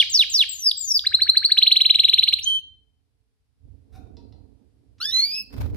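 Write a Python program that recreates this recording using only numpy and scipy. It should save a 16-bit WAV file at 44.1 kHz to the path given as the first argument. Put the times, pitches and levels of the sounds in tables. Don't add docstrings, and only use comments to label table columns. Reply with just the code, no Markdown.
import sys
import numpy as np
from scipy import signal
from scipy.fft import rfft, irfft
from scipy.io import wavfile
from scipy.ndimage import uniform_filter1d

SR = 44100
rng = np.random.default_rng(int(sys.argv[2]) if len(sys.argv) > 2 else 0)


def dump(signal):
    limited = np.clip(np.atleast_2d(signal).T, -1, 1)
    pcm = np.round(limited * 32767).astype(np.int16)
    wavfile.write(sys.argv[1], SR, pcm)


def undo_db(level):
    steps = np.asarray(level, float) / 20
    return 10 ** steps


N = 254016
TIME = np.arange(N) / SR
RUN_IN = int(.2 * SR)


def rms_one(x):
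    return x / np.sqrt(np.mean(x ** 2) + 1e-20)


def in_time(rows):
    s, *columns = np.transpose(rows)
    return [np.interp(TIME, s, c) for c in columns]


def pan(x, db):
    return x * undo_db(np.array([db / 2, -db / 2]))


def band_pass(x, order, low_hz, high_hz):
    return signal.sosfilt(signal.butter(order, [low_hz, high_hz], "band", fs=SR, output="sos"), x)


def resonate(x, peaks):
    out = 0
    for k, (hz, width, db) in enumerate(peaks):
        r = np.exp(-np.pi * width / SR)
        band = signal.lfilter([1, 0, -1], [1, -2 * r * np.cos(2 * np.pi * hz / SR), r * r], x)
        out = out + (-1) ** k * undo_db(db) * (1 - r * r) / 2 * band
    return out


def coloured(spectrum):
    hz, db = np.transpose(spectrum)
    log_hz = np.log(np.fft.rfftfreq(N, 1 / SR) + 1)
    shape = undo_db(np.interp(log_hz, np.log(hz), db, -120, -120))
    return rms_one(irfft(rfft(rng.standard_normal((2, N))) * shape, N))


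def wobble(rate_hz):
    slow = signal.butter(2, rate_hz, fs=SR, output="sos")
    return rms_one(signal.sosfilt(slow, rng.standard_normal(N)))


def sing(out, s, hz, partial_dbs, pan_db, plain_count=1, flutter=None, first=1):
    # (frequency [Hz], level [dB])
    beak = [(2500, 11), (4000, -8), (5500, -6), (6800, -19.5), (7900, -4), (10500, 6), (13000, -6),
            (16000, -9)]
    left_lead_s = .00006
    i = np.arange(int(s[0] * SR), int(s[-1] * SR))
    t = i / SR
    pitch = uniform_filter1d(np.interp(t, s, hz), size=60)
    if flutter is not None:
        pitch = pitch * (1 + flutter[2, i])
    turns = np.cumsum(pitch) / SR + pitch * left_lead_s * np.array([[.5], [-.5]])
    to_edge = np.minimum(t - s[0], s[-1] - t)
    edge = np.sin(np.pi / 2 * np.clip(to_edge / .002, 0, 1)) ** 2
    for k, db in enumerate(partial_dbs, start=first):
        db = uniform_filter1d(np.interp(t, s, db), size=70)
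        db = db + (k > plain_count) * np.interp(k * pitch, *np.transpose(beak))
        size = np.sqrt(2) * undo_db(db) * edge * np.clip((16500 - k * pitch) / 500, 0, 1)
        if flutter is not None:
            size = size * undo_db(flutter[k % 2, i] * (1.5 + (k > plain_count)))
        wave = np.sin(2 * np.pi * (k * turns + rng.random()))
        out[:, i + RUN_IN] += pan(size * wave, np.interp(t, s, pan_db))


def with_overtones(db, overtones_db, follow):
    chance_db = 2.5 * rng.standard_normal(len(overtones_db))
    return [db] + [follow * (db + 10.0) + over for over in overtones_db + chance_db]


def whistles():
    # (share of the length [0-1], pitch [Hz], level re the note [dB], left-right [dB])
    quick_fall = [(0, 6334, -32, -1), (.05, 7570, -11, 11), (.12, 7450, -19, 8.5), (.22, 6448, -17, -2),
                  (.33, 5750, 1.5, 0), (.5, 4765, -4, 1.5), (.7, 3810, 2.5, -3), (.86, 2945, -1.5, -0.5),
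                  (.94, 2268, -10, -2.5), (1, 1247, -38.5, -1)]
    slow_fall = [(0, 7240, -43.5, -4), (.035, 7680, -16, 17.5), (.17, 7600, -16.5, 13.5),
                 (.4, 6596, -29, 1.5), (.7, 5724, -14.5, -1), (.865, 5110, -4.54, 2), (.925, 4886, -1.5, 4),
                 (.955, 4767, 1.5, -6.5), (1, 4446, -3, 10.5)]
    swelling_fall = [(0, 7300, -35.5, -1.5), (.035, 7680, -19.5, 21.5), (.16, 7620, -18.5, 20.5),
                     (.45, 6550, -21.5, 3), (.72, 5400, -1, 3), (.78, 5360, -17, 5.5),
                     (.86, 5150, -8.5, 2.5), (.94, 4763, -0.5, -1), (1, 4450, -16.5, 1)]
    flick = [(0, 4400, -23, -9), (.4, 3730, 2.5, -0.5), (1, 2390, -33.5, -5.5)]
    hook = [(0, 3900, -21, 0), (.3, 4700, -26.5, 1), (.5, 5580, -17, 3.5), (.62, 5820, -3, 2),
            (.77, 6330, -3.5, -6.5), (1, 6400, -9.5, 13)]
    pickup = [(0, 974, -21.5, 3), (.4, 1400, -11, -1), (.8, 1800, 3, 0), (1, 2052, -3, 0.5)]
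    # (time [s], length [s], level [dB])
    quick_falls = [
        (-.114, .15, -13),
        (0.095, 0.15, -14.5),
        (0.295, .15, -16),
    ]
    slow_falls = [
        (0.486, .212, -15),
    ]
    swelling_falls = [
        (0.768, .214, -13),
    ]
    flicks = [
        (0.711, .0085, -12.5),
        (0.991, 0.006, -12),
    ]
    hooks = [
        (2.408, 0.045, -26.5),
    ]
    pickups = [
        (1.564, 0.0084, -39),
    ]
    # (time [s], pitch [Hz], level [dB], left-right [dB])
    held = [(2.449, 3164, -42, 5.5), (2.463, 3140, -24.5, 6), (2.477, 3120, -13.5, -8),
            (2.493, 3143, -18, -1), (2.504, 3095, -16.5, -4.5), (2.529, 3103, -19, -1),
            (2.56, 3092, -16.5, -1.5), (2.59, 3089, -28, 12.5), (2.616, 3024, -51, 2)]
    overtones_db = [-43, -39, -54.5, -55]
    held_overtones_db = [-45, -51.5, -62, -62.5]
    follow, soft_follow = .12, .9
    bar_echo_s, bar_echo_db = .00059, -11

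    out = np.zeros((2, N + RUN_IN))
    waver = np.array([1.1 * wobble(rate_hz=60), 1.1 * wobble(rate_hz=80), .003 * wobble(rate_hz=44)])
    kinds = ((quick_fall, quick_falls, follow), (slow_fall, slow_falls, follow),
             (swelling_fall, swelling_falls, follow), (flick, flicks, follow),
             (hook, hooks, soft_follow), (pickup, pickups, soft_follow))
    for shape, notes, share_followed in kinds:
        share, hz, db, pan_db = np.transpose(shape)
        for s, length, note_db in notes:
            partials = with_overtones(db + note_db, overtones_db, share_followed)
            sing(out, s + share * length, hz, partials, pan_db, flutter=waver)
    out = out + undo_db(bar_echo_db) * np.roll(out, round(bar_echo_s * SR), axis=1)
    s, hz, db, pan_db = np.transpose(held)
    held_partials = with_overtones(db + 11, held_overtones_db, .9)
    sing(out, s, hz, held_partials[1:], pan_db, first=2)
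    sing(out, s, hz, [db], pan_db, flutter=.5 * waver)
    return out


def rumble():
    # (time [s], thrum level [dB], housing ring re thrum [dB], left-right [dB])
    shaking = [(0, -55.5, -20.5, -11), (.72, -62.5, -17.5, -8), (1.12, -54.5, -20, -7),
               (1.65, -62.5, -15.5, -14), (2.15, -55, -20.5, -14.5), (2.65, -60, -16.5, -11),
               (2.95, -71, -12, -7.5), (3.55, -70, -17, -4.5), (3.65, -50, -18, -18),
               (3.88, -58.5, -10.5, -16), (4.03, -50, -5, -19), (4.45, -55, -5.5, -15.5),
               (4.58, -64, -3, -16), (5.1, -57, -9, -4.5), (5.47, -63, -3.5, -11.5), (5.56, -34.5, -9, -12),
               (5.64, -34, -12.5, -17), (5.76, -29, -14.5, -2)]
    # (frequency [Hz], width [Hz], level [dB])
    thrum_modes = [(50, 15, 3.5), (85.96, 39, 4), (127.3, 5.8, -7.5)]
    housing_modes = [(200, 37, -2.5), (273, 30.5, 4.5), (435, 60, -4.5), (557.5, 430, -16.5)]
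    sway_db = 4
    thrum_db, ring_db, pan_db = in_time(shaking)
    thrum_pan = pan_db + sway_db * wobble(rate_hz=7.9)
    housing_pan = pan_db + sway_db * wobble(rate_hz=11.0)
    white = rng.standard_normal((2, 2, N))
    thrum = band_pass(resonate(white[0], thrum_modes), 2, 35, 145)
    housing = band_pass(resonate(white[1], housing_modes), 2, 150, 750)
    thrum = rms_one(thrum) * undo_db(thrum_db + 1.2 * wobble(rate_hz=16))
    housing = rms_one(housing) * undo_db(thrum_db + ring_db + 1.6 * wobble(rate_hz=50))
    return pan(thrum, thrum_pan) + pan(housing, housing_pan)


def hiss():
    # (frequency [Hz], level per Hz [dB])
    hiss_colour = [(410, -30.5), (700, -12.5), (1060, -17.5), (1180, -18.5), (3030, -20), (5020, -20),
                   (6420, -26.5), (11200, -23.5), (15500, -48.5)]
    shaken = np.clip((TIME - 3.55) / 0.14, 0, 1)
    return undo_db(-84 + 4 * shaken) * coloured(hiss_colour)


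def trill(notes, lead, body, lead_db, lead_follow, wait_s, overtones_db, follow, pan_db):
    out, lead, body = np.zeros((2, N + RUN_IN)), np.array(lead), np.array(body)
    for s, end, top_hz, loud_db, falter_db in notes:
        soft_db = lead_db + lead_follow * (loud_db + 15.5)
        times = s + np.r_[lead[:, 0], wait_s + body[:, 0] * (end - wait_s)]
        climb_hz = lead[-1, 1] + body[:, 1] * (top_hz - lead[-1, 1])
        hz = np.r_[lead[:, 1], climb_hz]
        db = np.r_[soft_db + lead[:, 2], loud_db + body[:, 2] + falter_db * body[:, 3]]
        sing(out, times, hz, with_overtones(db, overtones_db, follow), pan_db + 0 * times)
    return out


def slow_trill():
    # (time at 3 kHz [s], time from there to the end [s], top pitch [Hz], loud level [dB],
    # mid-note falter [dB])
    slow_notes = [(1.061, 0.017, 4160, -12, -4.5), (1.135, 0.023, 4146, -9.5, -3.5),
                  (1.21, 0.029, 4315, -10, -9), (1.283, 0.025, 4210, -11, 6),
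                  (1.364, 0.019, 4308, -6.5, -7), (1.44, 0.025, 4416, -8.5, -10.5),
                  (1.513, 0.016, 4210, -5.5, -11.5)]
    # (time re 3 kHz [s], pitch [Hz], level re lead-in [dB])
    slow_lead = [(-.023, 992, -25), (-.0195, 1438, -8.5), (-.012, 1665, -2), (-.006, 2150, 1),
                 (-.001, 2877, -2.5)]
    # (share of length [0-1], share of climb [0-1], level re loud [dB], share of falter [0-1])
    slow_body = [(0, .6, -19.5, 0), (.2, .76, -5.5, 0), (0.422, .88, 1.5, 0), (0.579, .95, -0.5, 1),
                 (0.759, 1.01, 2.5, .25), (.95, 1.08, -10.5, .2), (1.3, 1.36, -42, 0)]
    slow_overtones_db = [-34.5, -44, -67.5, -70]
    return trill(slow_notes, slow_lead, slow_body, lead_db=-34.5, lead_follow=0, wait_s=0.0038,
                 overtones_db=slow_overtones_db, follow=.8, pan_db=1.05)


def fast_trill():
    # (time at 3 kHz [s], time from there to the end [s], top pitch [Hz], loud level [dB],
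    # mid-note falter [dB])
    fast_notes = [(1.576, 0.0155, 4081, -12.5, -0.4), (1.624, 0.0125, 4170, -8.5, -7),
                  (1.669, 0.013, 4114, -11.5, -1), (1.716, 0.0135, 4184, -10, -0.3),
                  (1.763, 0.013, 4142, -12.5, 1), (1.808, 0.013, 4055, -13, 0.5),
                  (1.854, 0.013, 4123, -12.5, -1), (1.9, 0.012, 4027, -10.5, 0.4),
                  (1.948, 0.012, 3977, -13.5, -5.5), (1.993, 0.01274, 4142, -11.5, -1.9),
                  (2.041, 0.014, 3940, -11.5, -3), (2.087, 0.01207, 4051, -13, -4.5),
                  (2.135, 0.01, 4153, -10.5, -1.5), (2.184, 0.013, 4038, -11.5, -5),
                  (2.231, 0.011, 4163, -12, -5.5), (2.28, 0.0133, 4205, -15, 2),
                  (2.331, 0.011, 4134, -13, -4.6), (2.393, 0.0069, 3700, -29.5, -0.5)]
    # (time re 3 kHz [s], pitch [Hz], level re lead-in [dB])
    fast_lead = [(-.0105, 1700, -27), (-.0075, 1950, -11.5), (-.005, 2393, 5.5), (-.002, 2750, 8),
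                 (0, 3006, 16)]
    # (share of length [0-1], share of climb [0-1], level re loud [dB], share of falter [0-1])
    fast_body = [(.15, .24, -4.5, .4), (.4, 0.73, 3, 0), (.58, 0.88, 0.8, 0.75), (.78, 1.06, 5, 0),
                 (.98, 1, -1, 0.049), (1.248, 0.7, -14.5, 0), (1.599, 1.43, -30.5, 0.42)]
    fast_overtones_db = [-38.5, -43, -44.5, -49]
    return trill(fast_notes, fast_lead, fast_body, lead_db=-32.5, lead_follow=0.38, wait_s=0,
                 overtones_db=fast_overtones_db, follow=.4, pan_db=0)


def hums():
    # (start [s], end [s], frequency [Hz], level [dB])
    hum_times = [
        (2.754, 3.466, 435, -90.5),
        (5.023, 5.461, 200, -62.5),
    ]
    out = np.zeros(N)
    for start, end, hz, db in hum_times:
        fade = np.clip(np.minimum(TIME - start, end - TIME) / 0.024, 0, 1)
        out += undo_db(db) * fade * rms_one(resonate(rng.standard_normal(N), [(hz, 14, 0)]))
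    return out


def contact(s):
    t = np.clip(TIME - s, 0, None)
    return (t > 0) * (np.exp(-t / .002) + .2 * np.exp(-t / .025))


def perch_creak():
    # (time [s], level [dB])
    creak = [(3.917, -73), (3.935, -60), (3.955, -52.5), (3.985, -59.5), (4.005, -74), (4.04, -71.5),
             (4.16, -105)]
    # (frequency [Hz], width [Hz], level [dB])
    creak_modes = [(737.4, 19, 7), (1409, 54, 1), (2470, 220, -10), (3700, 65, -4), (5315, 1100, -18),
                   (6540, 400, -43), (9470, 2700, -23.5)]
    # (time [s], level [dB])
    knocks = [
        (3.9183, -62),
        (3.9492, -57),
    ]
    slips = rng.standard_normal(N) * undo_db(3.5 * wobble(rate_hz=70))
    sounding = (TIME > creak[0][0]) & (TIME < creak[-1][0])
    out = rms_one(resonate(slips, creak_modes)) * undo_db(in_time(creak)[0]) * sounding
    catches = sum(undo_db(db) * contact(s) for s, db in knocks)
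    return out + resonate(rng.standard_normal(N) * catches + 1e-18, creak_modes)


def perch_taps():
    # (time [s], level [dB], extra level of the low wood modes [dB])
    taps = [
        (4.1683, -41, 1.5),
        (4.3234, -49, 5.5),
    ]
    # (frequency [Hz], width [Hz], level [dB])
    tap_modes = [(444, 82, -0.5), (730, 71, 1), (940, 16, 13), (1330, 60, -1.5), (1990, 74, -5.5),
                 (2620, 117, -8), (3540, 140, 5), (4140, 180, 0.5), (4700, 150, 0.5), (5150, 144, -1),
                 (5750, 260, -9)]
    noise = rng.standard_normal(N)
    low_hits = sum(undo_db(db + low_db) * contact(s) for s, db, low_db in taps)
    high_hits = sum(undo_db(db) * contact(s) for s, db, low_db in taps)
    low = undo_db(2.0) * resonate(noise * low_hits + 1e-18, tap_modes[:4])
    high = undo_db(5.0) * resonate(noise * high_hits + 1e-18, tap_modes[4:])
    return low + high


def call():
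    # (time [s], pitch [Hz], effort [dB])
    voice = [(5.0, 1266, -57), (5.014, 1386, -30), (5.031, 1529, -31.5), (5.044, 1621, -26),
             (5.073, 1780, -26), (5.1, 1780, -24.5), (5.122, 1900, -30), (5.134, 1968, -21),
             (5.157, 2018, -20.5), (5.203, 2111, -18), (5.212, 2116, -25), (5.221, 2144, -21.5),
             (5.24, 2187, -18), (5.258, 2283, -28), (5.273, 2365, -29), (5.306, 2386, -29),
             (5.334, 2512, -23.5), (5.37, 2600, -24.5)]
    # (frequency [Hz], level [dB])
    mouth = [(1300, -1), (1900, -29), (2600, -10.5), (3300, -7), (4450, 4), (5400, -9), (7500, -35),
             (10500, -20)]
    # (frequency [Hz], width [Hz], level [dB])
    throat = [(3410, 950, 0.5), (4210, 1450, -3), (5350, 2700, -5.5), (9830, 5200, -22), (12900, 3700, -35)]
    hold_s, release_s = 0.04, 0.022
    air_attack_s, air_release_s = .016, .035

    out = np.zeros((2, N + RUN_IN))
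    hold_end = voice[-1][0] + hold_s
    s = np.arange(voice[0][0], hold_end + release_s, .005)
    at = (s * SR).astype(int)
    hz, effort_db = (curve[at] for curve in in_time(voice))
    effort_db = effort_db - 22 * np.clip((s - voice[-1][0] - hold_s) / release_s, 0, 1)
    low_dbs = [effort_db + np.interp(k * hz, *np.transpose(mouth)) for k in range(1, 5)]
    upper = [-52 - 3 * k + np.minimum(effort_db + 41.5, 0) for k in range(7)]
    flutter = np.array([.7 * wobble(rate_hz=90), 2.2 * wobble(rate_hz=100), .009 * wobble(rate_hz=55)])
    pan_db = -2 + 2.5 * wobble(rate_hz=33)[at]
    sing(out, s, hz, low_dbs + upper, pan_db, plain_count=4, flutter=flutter)

    air = resonate(resonate(rng.standard_normal(N), throat), [(4350, 9600, 0)])
    air = band_pass(air, 6, 2600, 5900)
    edges = np.minimum((TIME - s[0]) / air_attack_s, (s[-1] - TIME) / air_release_s)
    edges = np.clip(edges, 0, 1) ** 3
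    air_db = -41 - 45 * np.clip(TIME - s[0], 0, 1)
    rasp = band_pass(rng.standard_normal(N), 6, 8600, 15500)
    puff = band_pass(rng.standard_normal(N), 4, 1200, 6000)
    out[:, RUN_IN:] += rms_one(rasp) * undo_db(-62 + 4.9 * wobble(rate_hz=54)) * edges
    out[:, RUN_IN:] += rms_one(puff) * undo_db(-66) * (TIME > 4.982) * (TIME < s[1])
    out[:, RUN_IN:] += rms_one(air) * undo_db(air_db + 3.5 * wobble(rate_hz=30)) * edges
    return out


def wings():
    # (time [s], push on the left port [dB], feather swish [dB], swish length [s])
    beats = [
        (5.49, -73, -60, 0.059),
        (5.525, -43, -47, 0.019),
        (5.551, -33, -44, 0.058),
        (5.602, -18.5, -44.5, 0.032),
        (5.631, -28, -57, 0.13),
        (5.742, -30.5, -48, 0.013),
    ]
    # (frequency [Hz], level per Hz [dB])
    feather_colour = [(290, -29), (500, 7), (1750, -4), (2540, -6), (2720, -10.5), (4070, -10), (7240, -24),
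                      (15500, -16)]
    out = np.zeros((2, N))
    swish = coloured(feather_colour) * undo_db(3.5 * wobble(rate_hz=45) - 1.2)
    dull = signal.sosfilt(signal.butter(4, 6500, fs=SR, output="sos"), swish)
    bright = signal.sosfilt(signal.butter(4, 6500, "high", fs=SR, output="sos"), swish)
    for s, push_db, swish_db, length in beats:
        t = np.clip(TIME - s, 0, None)
        turns = 50 * t + .5 * (1 - np.exp(-t / 0.0045))
        out[0] -= undo_db(push_db) * np.sin(2 * np.pi * turns) * np.exp(-t / 0.058)
        slow, quick = t / (0.5 * length), t / (0.38 * length)
        swell = dull * slow * np.exp(-slow) + 1.42 * bright * quick * np.exp(-quick)
        out += undo_db(swish_db + 5.0) * swell
    return out


def breath(song):
    # (time [s], level [dB])
    breath_curve = [(.9, -11), (1.5, -12), (1.6, -3), (2.4, 3), (2.46, -2), (2.6, -9.5)]
    # (frequency [Hz], level per Hz [dB])
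    air_colour = [(500, -29.5), (1300, -14), (4500, -3.5), (5600, -9), (7000, -20.5), (8500, -2),
                  (11500, -10.5), (15500, -12)]
    effort = uniform_filter1d(abs(song), size=400)
    effort = effort * undo_db(in_time(breath_curve)[0] + 3 * wobble(rate_hz=14))
    return undo_db(-36) * effort * coloured(air_colour)


def room(x, wet_db, send_db=0, echo_db=0):
    # (delay [s], level [dB])
    port_echoes = [
        [(.00177, -8), (.0035, -18), (.007, -22.5)],
        [(.00174, -8), (.0027, -21), (.0062, -20)],
    ]
    # (band top [Hz], level [dB])
    tail_bands = [(700, 15.5), (2000, 0.5), (3500, 5.5), (5000, 6), (7500, 5), (16000, 0)]
    tail_t60_s = [.55, .48, .45, .47, .38, .27]
    head_turns_per_s = 4
    t = np.arange(int(.8 * SR)) / SR
    tails, near, low_hz = np.zeros((2, 2, len(t))), np.zeros((2, len(t))), 100
    white = rng.standard_normal(tails.shape) * np.clip((t - .003) / 0.00091, 0, 1)
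    for (top_hz, db), t60 in zip(tail_bands, tail_t60_s):
        fall = undo_db(db + wet_db - 60 * t / t60) * np.sqrt(2 * np.log(1000) / t60 / SR)
        tails += band_pass(white, 2, low_hz, top_hz) * fall
        low_hz = top_hz
    for port, echoes in enumerate(port_echoes):
        for delay, db in echoes:
            near[port] += undo_db(db) * np.sinc((t - delay) * SR) * (abs(t - delay) < .0005)
    turn = 2 * np.pi * head_turns_per_s * np.arange(x.shape[1]) / SR
    sent = x * undo_db(send_db)
    paths = ((x * undo_db(echo_db), near), (sent * np.cos(turn), tails[0]), (sent * np.sin(turn), tails[1]))
    return x + sum(signal.fftconvolve(fed, path, axes=1)[:, :x.shape[1]] for fed, path in paths)


def canary():
    # (time [s], level [dB])
    facing = [(2.44, 0), (2.46, -9), (4.9, -9), (5.1, -5), (5.14, -13), (5.27, -13), (5.31, -3)]
    song = whistles() + slow_trill() + fast_trill() + call()
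    song[:, RUN_IN:] += breath(song[:, RUN_IN:])
    send_db = np.r_[np.zeros(RUN_IN), in_time(facing)[0]]
    echo_db = np.r_[np.zeros(RUN_IN), -10 * (TIME > 4.0)]
    return room(song, wet_db=-8.5, send_db=send_db, echo_db=echo_db)[:, RUN_IN:]


def scene():
    perch = perch_creak() + perch_taps()
    wood = undo_db(-2.5) * room(perch[None], wet_db=2.5)
    return canary() + wood + wings() + rumble() + hums() + hiss()


def roll_off(x):
    return signal.sosfilt(signal.butter(12, 15830, fs=SR, output="sos"), x)


def record(dry):
    rounded = 1.7 * np.tanh(dry / 1.7) * np.clip(TIME / .0006, 0, 1)
    treble_cut = signal.ellip(10, .5, 70, 15800, fs=SR, output="sos")
    mix = signal.sosfilt(treble_cut, rounded)
    return roll_off(mix)


dry = scene()
out = record(dry)
dump(out)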